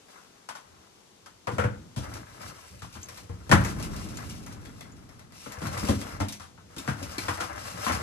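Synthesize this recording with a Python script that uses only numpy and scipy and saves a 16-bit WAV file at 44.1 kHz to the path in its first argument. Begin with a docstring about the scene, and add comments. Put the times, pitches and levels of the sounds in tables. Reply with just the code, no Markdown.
"""Grit ticks and scrapes over faint outdoor air: someone works stony soil by hand at the foot of a
corrugated steel wall, a few metres from a phone. Something squeaks, things are set down and knocked
about, boots shuffle and hard tools clink. Each blow is a thud, a body, a clack and a spray of grit,
and the wall throws it all back, ringing with its own modes. After the heaviest thud its big sheets
rumble on while soil trickles down."""
import sys
import numpy as np
from scipy import signal
from scipy.fft import rfft, irfft, next_fast_len
from scipy.io import wavfile
from scipy.ndimage import uniform_filter1d

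SR = 44100
rng = np.random.default_rng(int(sys.argv[2]) if len(sys.argv) > 2 else 0)


def materialize(psi):
    """Save the field psi as 16-bit PCM at rate SR to the path in sys.argv[1].

    A 1-D psi becomes a single channel; in a 2-D psi each row is a channel.
    """
    bounded = np.clip(np.atleast_2d(psi).T, -1, 1)
    quanta = np.round(bounded * 32767).astype(np.int16)
    wavfile.write(sys.argv[1], SR, quanta)


N = 353682
T = np.arange(N) / SR
RING = 30000  # samples given to one hit and its tail
RING_T = T[:RING]

# The background hiss, turned down a little by the phone midway and then let back up.
# Each row: time in seconds, level in dB.
AIR_LEVEL = [(0, -59), (3.4, -59.5), (5, -62.5), (8.02, -58)]
# Hands and tools dragged through soil. Each row: start and length in seconds, rasp and grit levels in dB.
DRAGS = [(0.081, 0.11, -57.5, -62.5), (0.26, 0.58, -63.5, -81), (1.998, 0.18, -46, -51.5),
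         (2.245, 0.14, -59, -57), (2.39, .11, -47, -50), (2.544, 0.26, -61, -60), (2.893, 0.31, -57, -54.5),
         (3.263, 0.32, -56, -64.5), (4.038, 0.028, -67, -52), (5.33, 0.15, -61, -54.5),
         (5.487, 0.18, -46.5, -50), (5.709, 0.17, -38.5, -39.5), (5.971, 0.18, -47.5, -52.5),
         (6.683, 0.24, -52.5, -55.5), (6.96, 0.2, -47, -48), (7.168, 0.28, -43.5, -46.5),
         (7.473, 0.11, -45.5, -48), (7.629, 0.2, -43, -45), (7.825, 0.2, -35.5, -40.5)]
# Small stones flicked or dropped. Each row: start in seconds, level in dB, body over click in dB.
STONE_TICKS = [(0.084, -57, 8), (2.138, -46, -10), (3.086, -43.5, 2), (3.174, -45.5, 1),
               (3.648, -33.5, 4.5), (3.798, -42.5, 2), (3.964, -45.5, -8), (4.171, -45, -25),
               (4.463, -47.5, -0.5), (4.652, -48.5, 4), (4.808, -46.5, 1.5), (5.091, -53.5, 6),
               (5.194, -52.5, 3), (5.322, -54.5, 3), (5.521, -43.5, 0), (5.669, -40, -3), (5.851, -42, -15),
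               (6.015, -40.5, 0), (6.285, -39.5, -25), (6.324, -40.5, -10), (6.783, -41, -26),
               (7.182, -35.5, -3)]
# Things set down or knocked. Each row: start in seconds; thud, body, clack and grit levels in dB;
# thud, body and clack pitches in Hz; settling time in seconds.
KNOCKS = [(0.488, -63, -56, -33.5, -37, 136, 256, 930, 0.0013),
          (0.552, -74, -70, -38.5, -42, 134, 600, 1040, 0.0059),
          (1.260, -72, -80, -44, -46.5, 99, 415, 1340, 0.0014),
          (1.471, -37, -34, -25, -38, 110, 480, 1050, 0.0018),
          (1.518, -33, -34, -44, -41.5, 127, 186, 730, 0.038),
          (1.583, -27.5, -26, -20.5, -34.5, 88, 532, 1450, 0.0089),
          (1.639, -25, -29, -26.5, -41.5, 118.3, 506, 1420, 0.0015),
          (1.963, -31, -33.5, -38, -34.5, 127, 148, 700, .015),
          (2.82, -41.5, -53, -38, -40.5, 111, 228, 1180, 0.014),
          (2.952, -42, -50.5, -43, -46.5, 87.5, 251, 1080, .0015),
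          (3.293, -33.5, -43.5, -46, -53, 93.5, 150, 880, 0.0054),
          (3.494, -25.5, -33, -30.5, -34.5, 150, 177, 600, .008),
          (3.514, -36, -19, -10.5, -18.5, 79, 320, 1650, 0.0037),
          (3.523, -15.5, -19, -13.5, -29, 97.6, 174, 1360, 0.001),
          (5.459, -48, -41.5, -38.5, -54, 130, 262, 1320, 0.0018),
          (5.573, -41.5, -50, -52, -63, 78, 168, 1350, 0.0071),
          (5.617, -38, -32.5, -33, -38.5, 151.4, 229, 1340, 0.018),
          (5.654, -34.5, -53, -31.5, -49, 146, 159, 1480, 0.0035),
          (5.826, -40, -28, -48, -55, 62.7, 188, 1410, 0.0082),
          (5.886, -23, -19.5, -29, -28, 87.4, 269, 600, 0.0057),
          (6.202, -27.5, -28, -25.5, -32.5, 96.2, 264, 700, .006),
          (6.398, -50, -65, -39.5, -41, 85.6, 188, 1220, 0.014),
          (6.576, -60, -70, -48.5, -73, 84.5, 246, 1300, .004),
          (6.764, -50, -39, -42.5, -39.5, 67, 270, 1350, 0.021),
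          (6.877, -29, -30, -24.5, -34, 135, 176, 1470, 0.0086),
          (7.013, -35.5, -37, -55, -60, 97.2, 268, 1367, 0.0018),
          (7.283, -34.5, -35, -22, -31.5, 87.5, 334, 1210, 0.0027),
          (7.403, -55, -38.5, -25.5, -30.5, 101, 325, 1340, 0.0038),
          (7.865, -62, -32.5, -21.5, -36, 119, 217, 1070, 0.0074),
          (7.895, -36.5, -31, -24, -36, 88, 212, 1120, 0.0026)]
# A blow's body, clack and grit layers. Each row: low and high edge in Hz, trim in dB, t60 in seconds,
# the struck thing's resonance in dB, the wall's ring in dB, delay in seconds.
BLOW_LAYERS = [(160, 567, -2.5, 0.14, 6, -3, 0.00277), (630, 2270, -8.5, 0.19, -6, -10.5, 0.00052),
               (2500, 12300, -11, 0.16, -14, -41, 0.000089)]
# The notes of the wall and its base. Each row: pitch in Hz, level in dB, nominal t60 in seconds.
WALL_MODES = [(101.2, -3.5, 0.53), (172.3, -13.5, 0.93), (248.3, -5, 0.082), (322.8, -8, 0.26),
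              (568, -16.5, 0.24), (702, -25.5, 0.69), (756, -7, 0.23), (204.2, -4.5, 0.41),
              (1060, -2, 0.093), (1414, -2.5, 0.11), (1530, -3.5, 0.29), (1420, -13, 0.4),
              (1720, -24, 0.23), (1990, -30, 0.34), (486.4, -9, 0.21), (2460, -22, 0.14), (3010, -12, 0.36)]
# Boots shifting on the ground. Each row: start in seconds, length in seconds, level in dB.
BOOT_SHUFFLES = [(0.62, 0.18, -61), (1.07, .35, -66), (1.955, 0.22, -40), (2.264, 0.25, -47.5),
                 (2.605, 0.63, -53), (3.36, .13, -48), (5.593, 0.22, -38.5), (5.763, 0.26, -42.5),
                 (6.118, 0.11, -41), (6.424, 0.56, -53), (6.92, 0.34, -46), (7.337, 0.48, -45.5),
                 (7.848, 0.24, -39)]
# Hard tools touching. Each row: start in seconds, pitch in Hz, level in dB, t60 in seconds.
TOOL_CLINKS = [(3.031, 6400, -49, 0.079), (3.031, 7460, -54, .05), (4.171, 6900, -50.5, .08),
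               (4.652, 3380, -62.5, 0.17), (4.809, 2120, -59, 0.22), (4.809, 3390, -60, 0.26),
               (4.921, 6940, -63, .07), (6.784, 3660, -52.5, 0.09), (6.784, 5360, -61, 0.14),
               (7.182, 286, -37, 0.063), (7.182, 2300, -43.5, 0.18), (7.182, 4170, -44, 0.16)]

# The EQ curve of each texture. Each row: frequency in Hz, relative level in dB.
AIR_EQ = [(18, -53), (30, -10.5), (196, 2.5), (328, -0.5), (403, 0.5), (592, -6.5), (747, -5.5), (965, -5),
          (1790, -11.5), (6470, -11.5), (13000, -23.5), (14000, -39.5)]
RASP_EQ = [(260, -28), (450, -8), (493, -4), (625, -2), (670, -5), (805, -5.5), (1000, -3.5), (1430, -7.5),
           (1840, -6.5), (2000, -6.5), (2230, -9.5), (2440, -17), (2800, -15.5), (3640, -58), (6160, -120)]
GRIT_EQ = [(1180, -18.5), (2000, -9.5), (2240, -2.5), (2510, -2), (3480, -5.5), (4200, -3.5), (4630, -4.5),
           (6840, -4.5), (11600, -10.5), (13000, -14), (14000, -22.5)]
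BLOW_EQ = [(18, -64), (30, 14), (75, 4.5), (112, -16.5), (157, -11), (290, -8), (407, -15.5), (497, -11.5),
           (755, -15.5), (940, -12.5), (1220, -14.5), (1350, -13), (1490, -15), (2170, -18), (3500, -16.5),
           (4550, -129), (7700, -120)]
BOOT_EQ = [(18, -53), (30, -50), (45, -2), (97, 6.5), (144, -3), (324, -5), (379, -11.5), (431, -17.5),
           (483, -12), (650, -18), (840, -80), (1430, -120)]
RUMBLE_EQ = [(18, -56), (30, -8), (60, 0.5), (96, 2.5), (150, -2), (205, -0.5), (286, -4.5), (481, -17.5),
             (545, -17), (591, -21.5), (800, -25), (1040, -38), (1760, -120)]

# How alike the two microphones hear the nearby work, and the sound from all round.
# Each row: frequency in Hz, likeness from 0 to 1.
NEAR_LIKENESS = [(60, 0.88), (250, 0.86), (600, 0.95), (1200, 0.04), (3000, 0.08), (7000, 0.92), (12000, 0)]
DIFFUSE_LIKENESS = [(60, 0.12), (230, 0.89), (600, 0.42), (3000, .15), (8000, 0.31), (12000, .85)]
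# The stereo balance. Each row: frequency in Hz, left minus right in dB.
LEFT_BALANCE = [(100, -0.5), (330, 2), (600, 7.5), (2800, 4.5), (6300, 4.5), (9200, -5.5), (11500, -0.5)]
# The phase between the microphones. Each row: frequency in Hz, the left's lead in radians.
LEFT_LEAD = [(0, 0.5), (340, 0.46), (950, 4.5), (1720, 7.5), (3620, 9.5), (4820, 14.5), (5250, 16.5),
             (7150, 17.5), (8180, 21.5), (9040, 21), (10600, 10.5), (13900, 15)]


def undb(db):
    """Decibels to gain."""
    return 10 ** (np.asarray(db) / 20)


def unit(x):
    """Scale each channel to rms 1."""
    return x / np.sqrt(np.mean(x ** 2, axis=-1, keepdims=True) + 1e-18)


def unit_hit(x):
    """Scale a hit to the energy of 46 ms at rms 1."""
    return x / np.sqrt(np.sum(x ** 2, axis=-1, keepdims=True) / 2048 + 1e-18)


def curve_at(points, hz):
    """Read (Hz, value) points on a log-frequency axis."""
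    point_hz, value = np.transpose(points)
    return np.interp(np.log1p(hz), np.log1p(point_hz), value)


def convolve(x, response):
    """Pass a sound through a response, keeping its length."""
    return signal.fftconvolve(np.atleast_2d(x), np.atleast_2d(response), axes=-1)[:, :x.shape[-1]]


def equalise(x, curve, size=4096):
    """Minimum-phase EQ, so nothing rings ahead of an attack."""
    cepstrum = irfft(np.log(undb(curve_at(curve, np.fft.rfftfreq(size, 1 / SR)))))
    cepstrum[1:size // 2] *= 2
    cepstrum[size // 2 + 1:] = 0
    return convolve(x, irfft(np.exp(rfft(cepstrum))))


def band(x, low_hz, high_hz, order=3):
    """Causal band-pass."""
    return signal.sosfilt(signal.butter(order, [low_hz, high_hz], "band", fs=SR, output="sos"), x)


def resonate(x, hz, width):
    """One resonance; its width is a share of its pitch."""
    return band(x, hz / (1 + width / 2), hz * (1 + width / 2), order=1)


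def fade(t60):
    """Exponential decay that falls 60 dB in t60 seconds."""
    return np.exp(-np.log(1000) * RING_T / t60)


def drift(rate_hz):
    """Smooth random modulation at rms 1."""
    hold = int(SR / rate_hz)
    steps = np.repeat(rng.standard_normal(N // hold + 1), hold)
    return unit(uniform_filter1d(steps, hold)[:N])


def grains(per_s, spread_db, size):
    """Random clicks, most small and a few large."""
    chance, heft, sign = rng.random(size), rng.exponential(size=size), rng.standard_normal(size)
    return (chance < per_s / SR) * undb(spread_db * np.minimum(heft, 4)) * np.sign(sign)


def add(track, start_s, sound):
    """Mix a sound in at a time."""
    i = int(start_s * SR)
    track[:, i:i + sound.shape[1]] += sound[:, :N - i]


def air(waver_db=-0.6):
    """Faint, wavering background hiss, turned down a little by the phone midway and then let back up."""
    hiss = unit(equalise(rng.standard_normal((2, N)), AIR_EQ))
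    return hiss * undb(np.interp(T, *np.transpose(AIR_LEVEL)) + waver_db * drift(2.66))


def echoes(t60, direct, late_db=-17, late_t60=0.93):
    """Direct sound, a dense splash off the corrugations and a weak tail; rows are front and sideways."""
    response = rng.standard_normal((2, RING)) * (fade(t60) + undb(late_db) * fade(late_t60))
    response /= np.sqrt(np.sum(response ** 2, axis=1, keepdims=True))
    response[0, 0] += direct
    return response


def gesture(start_s, length_s, grip_share=0.22, press_db=3, release_t60=0.4):
    """The envelope of one movement: it takes hold, presses harder and lets go."""
    age = T - start_s
    progress = np.clip(age / length_s, 0, 1)
    grip = np.minimum(progress / grip_share, 1)
    release = np.exp(-np.log(1000) * np.maximum(age - length_s, 0) / release_t60)
    return grip * undb(press_db * (progress - .5)) * release


def friction(eq, slips_per_s, spread_db, t60, jerk_db, spots=3):
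    """Streams of tiny slips from several spots, each catching at random and with its own echoes."""
    out = 0
    for _ in range(spots):
        slips = grains(slips_per_s / spots, spread_db, N)
        catching = undb(jerk_db * np.clip(drift(22), -1.5, 1.5))
        out = out + unit(convolve(slips * catching, echoes(t60, direct=0.55, late_db=-23)))
    return unit(equalise(out, eq))


def scraping(rasp_db=-1.5):
    """Drags and trickling soil drive a rasp, a layer of grit and loose crumbs."""
    falling = trickle()
    dragged, stirred = undb(-41.5) * falling, undb(-46) * falling
    for start_s, length_s, drag_db, stir_db in DRAGS:
        stroke = gesture(start_s, length_s)
        dragged += undb(drag_db) * stroke
        stirred += undb(stir_db) * stroke
    return undb(rasp_db) * rasp() * dragged + grit() * stirred + crumbs(stirred)


def rasp(hollow_hz=1310, hollow_db=-3):
    """Dragging rasps in the mids, with the hollow note of a bucket."""
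    rub = friction(RASP_EQ, slips_per_s=500, spread_db=3.5, t60=0.091, jerk_db=3.5)
    hollow = unit(resonate(rub, hollow_hz, width=0.22))
    return unit(rub + undb(hollow_db) * hollow)


def grit(fine_db=-2.5, coarse_db=-7):
    """Fine grit hisses in many small slips; coarse grit crunches in a few big ones."""
    fine = friction(GRIT_EQ, slips_per_s=1200, spread_db=1.5, t60=0.13, jerk_db=7.5)
    coarse = friction(GRIT_EQ, slips_per_s=77, spread_db=5, t60=0.18, jerk_db=10)
    return undb(fine_db) * fine + undb(coarse_db) * coarse


def crumbs(stirred, count=110, level_db=-9, scatter_db=4):
    """Crumbs of soil tick at random, as loud as the ground is stirred at that moment."""
    out = np.zeros((2, N))
    for slot, (jitter, heft) in enumerate(rng.uniform(-1, 1, (count, 2))):
        i = int((slot + .5 + .5 * jitter) / count * (N - 1))
        add(out, i / SR, stirred[i] * undb(level_db + scatter_db * heft) * stone(body_db=-7))
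    return out


def impact(settle_s, t60, first=0.5, direct=0.39, late_t60=0.64, late_db=-19):
    """A first touch and a crumbling of smaller ones, each scattered anew by the corrugated wall."""
    touches = grains(1500, 6.6, RING) ** 2 * np.exp(-RING_T / settle_s)
    touches /= np.sum(touches) + 1e-9
    touches[0] += first
    tail = fade(t60) + undb(late_db) * fade(late_t60)
    energy = np.abs(convolve(touches, tail ** 2))
    sound = rng.standard_normal((2, RING)) * np.sqrt(energy / np.sum(energy))
    sound[0] += direct * np.sqrt(touches) * np.sign(rng.standard_normal(RING))
    return sound


def stone(body_db, centre_hz=4800, scatter_octaves=0.35, tone_db=-10, snap_db=-7):
    """A small stone snaps with a short pitch of its own and a hollow body, and the wall answers."""
    pitch = centre_hz * 2 ** (scatter_octaves * np.clip(rng.standard_normal(), -2, 2))
    click = impact(0.0012, t60=0.2, first=0.38, direct=0.46, late_db=-33)
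    snap = band(rng.standard_normal((2, RING)) * fade(0.029), 3500, 14000, order=1)
    layers = [(0, equalise(click, GRIT_EQ)), (tone_db, resonate(click, pitch, width=0.031)),
              (body_db, equalise(click, RASP_EQ)), (snap_db, snap)]
    return unit_hit(sum(undb(db) * unit_hit(layer) for db, layer in layers))


def stone_ticks(trim_db=-4):
    """Single stones, flicked or dropped."""
    out = np.zeros((2, N))
    for start_s, db, body_db in STONE_TICKS:
        add(out, start_s, undb(db + trim_db) * stone(body_db))
    return out


def squeak(peak_s=0.185, half_width_s=0.018, hz=1320, glide_per_s=2.2, roughness=0.113, level_db=-54):
    """Something rubs and gives one small, rough, rising squeak."""
    from_peak = np.clip(T - peak_s, -.1, .1)
    pitch = hz * (1 + glide_per_s * from_peak + roughness * drift(600))
    tone = np.sin(2 * np.pi * np.cumsum(pitch) / SR) * np.exp(-(from_peak / half_width_s) ** 2)
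    return undb(level_db) * convolve(tone, echoes(0.22, direct=1))


def knocks(grit_hz=3330, thud_delay_s=0.00372):
    """Each blow layers thud, body, clack and grit; the struck thing resonates and the wall rings."""
    out = np.zeros((2, N))
    for start_s, thud_db, body_db, clack_db, grit_db, thud_hz, body_hz, clack_hz, settle_s in KNOCKS:
        wall = wall_ring(damping=0.9)
        add(out, start_s + thud_delay_s, undb(thud_db) * thud(thud_hz))
        voices = [(body_db, body_hz, BLOW_EQ), (clack_db, clack_hz, BLOW_EQ), (grit_db, grit_hz, GRIT_EQ)]
        for (db, hz, eq), settings in zip(voices, BLOW_LAYERS):
            low_hz, high_hz, trim_db, t60, resonance_db, wall_db, delay_s = settings
            burst = unit_hit(band(equalise(impact(settle_s, t60), eq), low_hz, high_hz))
            resonance = undb(resonance_db) * unit_hit(resonate(burst, hz, width=0.17))
            ring = undb(wall_db) * unit_hit(band(wall, low_hz, high_hz))
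            layer = unit_hit(unit_hit(burst + resonance) + ring)
            add(out, start_s + delay_s, undb(db + trim_db) * layer)
    return out


def wall_ring(damping, detune=0.0237, scatter_db=8):
    """The wall's modes; each spot that is struck sounds them a little differently."""
    out = 0
    for hz, db, t60 in WALL_MODES:
        bend, heft, front, sideways = rng.standard_normal(4)
        tone = np.sin(2 * np.pi * hz * (1 + detune * bend) * RING_T)
        envelope = undb(db + scatter_db * heft) * fade(min(t60, .4) / damping)
        out = out + np.sign([[front], [sideways]]) * envelope * tone
    return out


def thud(hz, t60=0.19, rise_s=0.0076, earth_db=-6, wall_db=-6, shudder_db=-11):
    """The struck thing's round boom, with dull earth, the wall's lowest note and its shuddering sheets."""
    boom = np.sin(2 * np.pi * hz * RING_T) * (1 - np.exp(-RING_T / rise_s)) * fade(t60)
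    earth = band(impact(0.025, t60=0.29), 62, 141)
    wall = band(wall_ring(damping=0.89), 59, 122, order=2)
    shudder = band(impact(0.019, t60=0.97), 44, 274)
    layers = [(0, boom), (earth_db, earth), (wall_db, wall), (shudder_db, shudder)]
    return unit_hit(sum(undb(db) * unit_hit(layer) for db, layer in layers))


def boots():
    """Soles shift on the ground with a low, dull scuff."""
    trodden = sum(undb(db) * gesture(start_s, length_s) for start_s, length_s, db in BOOT_SHUFFLES)
    return friction(BOOT_EQ, slips_per_s=300, spread_db=1, t60=0.12, jerk_db=3.5) * trodden


def tool_clinks(nominal_width_hz=200):
    """Hard tools touch and ring briefly at a few clear pitches."""
    out = np.zeros((2, N))
    for start_s, hz, db, t60 in TOOL_CLINKS:
        width = np.clip(nominal_width_hz / hz, 0.056, 0.49)
        tap = echoes(t60, direct=0.94, late_db=-24)
        ring = resonate(resonate(tap, hz, width), hz, width)
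        add(out, start_s, undb(db) * unit_hit(ring))
    return out


def aftermath(delay_s, rise_s, t60):
    """The envelope of what the heaviest thud sets going: a quick swell and a long decay."""
    heaviest_s = max(KNOCKS, key=lambda row: row[1])[0]
    age = np.maximum(T - heaviest_s - delay_s, 0)
    return (1 - np.exp(-age / rise_s)) * np.exp(-np.log(1000) * age / t60)


def sheet_rumble(level_db=-31):
    """The heaviest blow sets countless low modes of the long sheets going; they die away slowly."""
    low_modes = unit(equalise(rng.standard_normal((2, N)), RUMBLE_EQ))
    return undb(level_db) * aftermath(delay_s=0, rise_s=0.13, t60=4.65) * low_modes


def trickle():
    """The envelope of soil trickling down just after the heaviest thud."""
    return aftermath(delay_s=0.074, rise_s=0.004, t60=4.6)


def microphones(field, likeness):
    """Front and sideways sound meet two close ports; the mids favour the left and reach it first."""
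    size = next_fast_len(N + SR // 10)
    hz = np.fft.rfftfreq(size, 1 / SR)
    front, sideways = rfft(field, size)
    alike = curve_at(likeness, hz)
    front, sideways = front * np.sqrt((1 + alike) / 2), sideways * np.sqrt((1 - alike) / 2)
    lean = undb(curve_at(LEFT_BALANCE, hz) / 2)
    lead = np.interp(hz, *np.transpose(LEFT_LEAD))
    pan = lean * np.exp(.5j * lead)
    ports = np.array([(front + sideways) * pan, (front - sideways) / pan])
    # even out the tone of the mono sum, boosting by 6 dB at most
    mono_gain = np.sqrt(lean ** 2 + lean ** -2 + 2 * alike * np.cos(lead)) / 2
    return irfft(ports / np.maximum(mono_gain, .5), size)[:, :N]


def scene(trim_db=-1):
    """The work close by, and the rumble and air from all round."""
    work = knocks() + stone_ticks() + tool_clinks() + squeak() + scraping() + boots()
    around = sheet_rumble() + air()
    return undb(trim_db) * (microphones(work, NEAR_LIKENESS) + microphones(around, DIFFUSE_LIKENESS))


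def record(dry, top_hz=13700):
    """The phone cuts the top steeply."""
    return signal.sosfilt(signal.ellip(8, .2, 70, top_hz, fs=SR, output="sos"), dry)


dry = scene()
out = record(dry)
materialize(out)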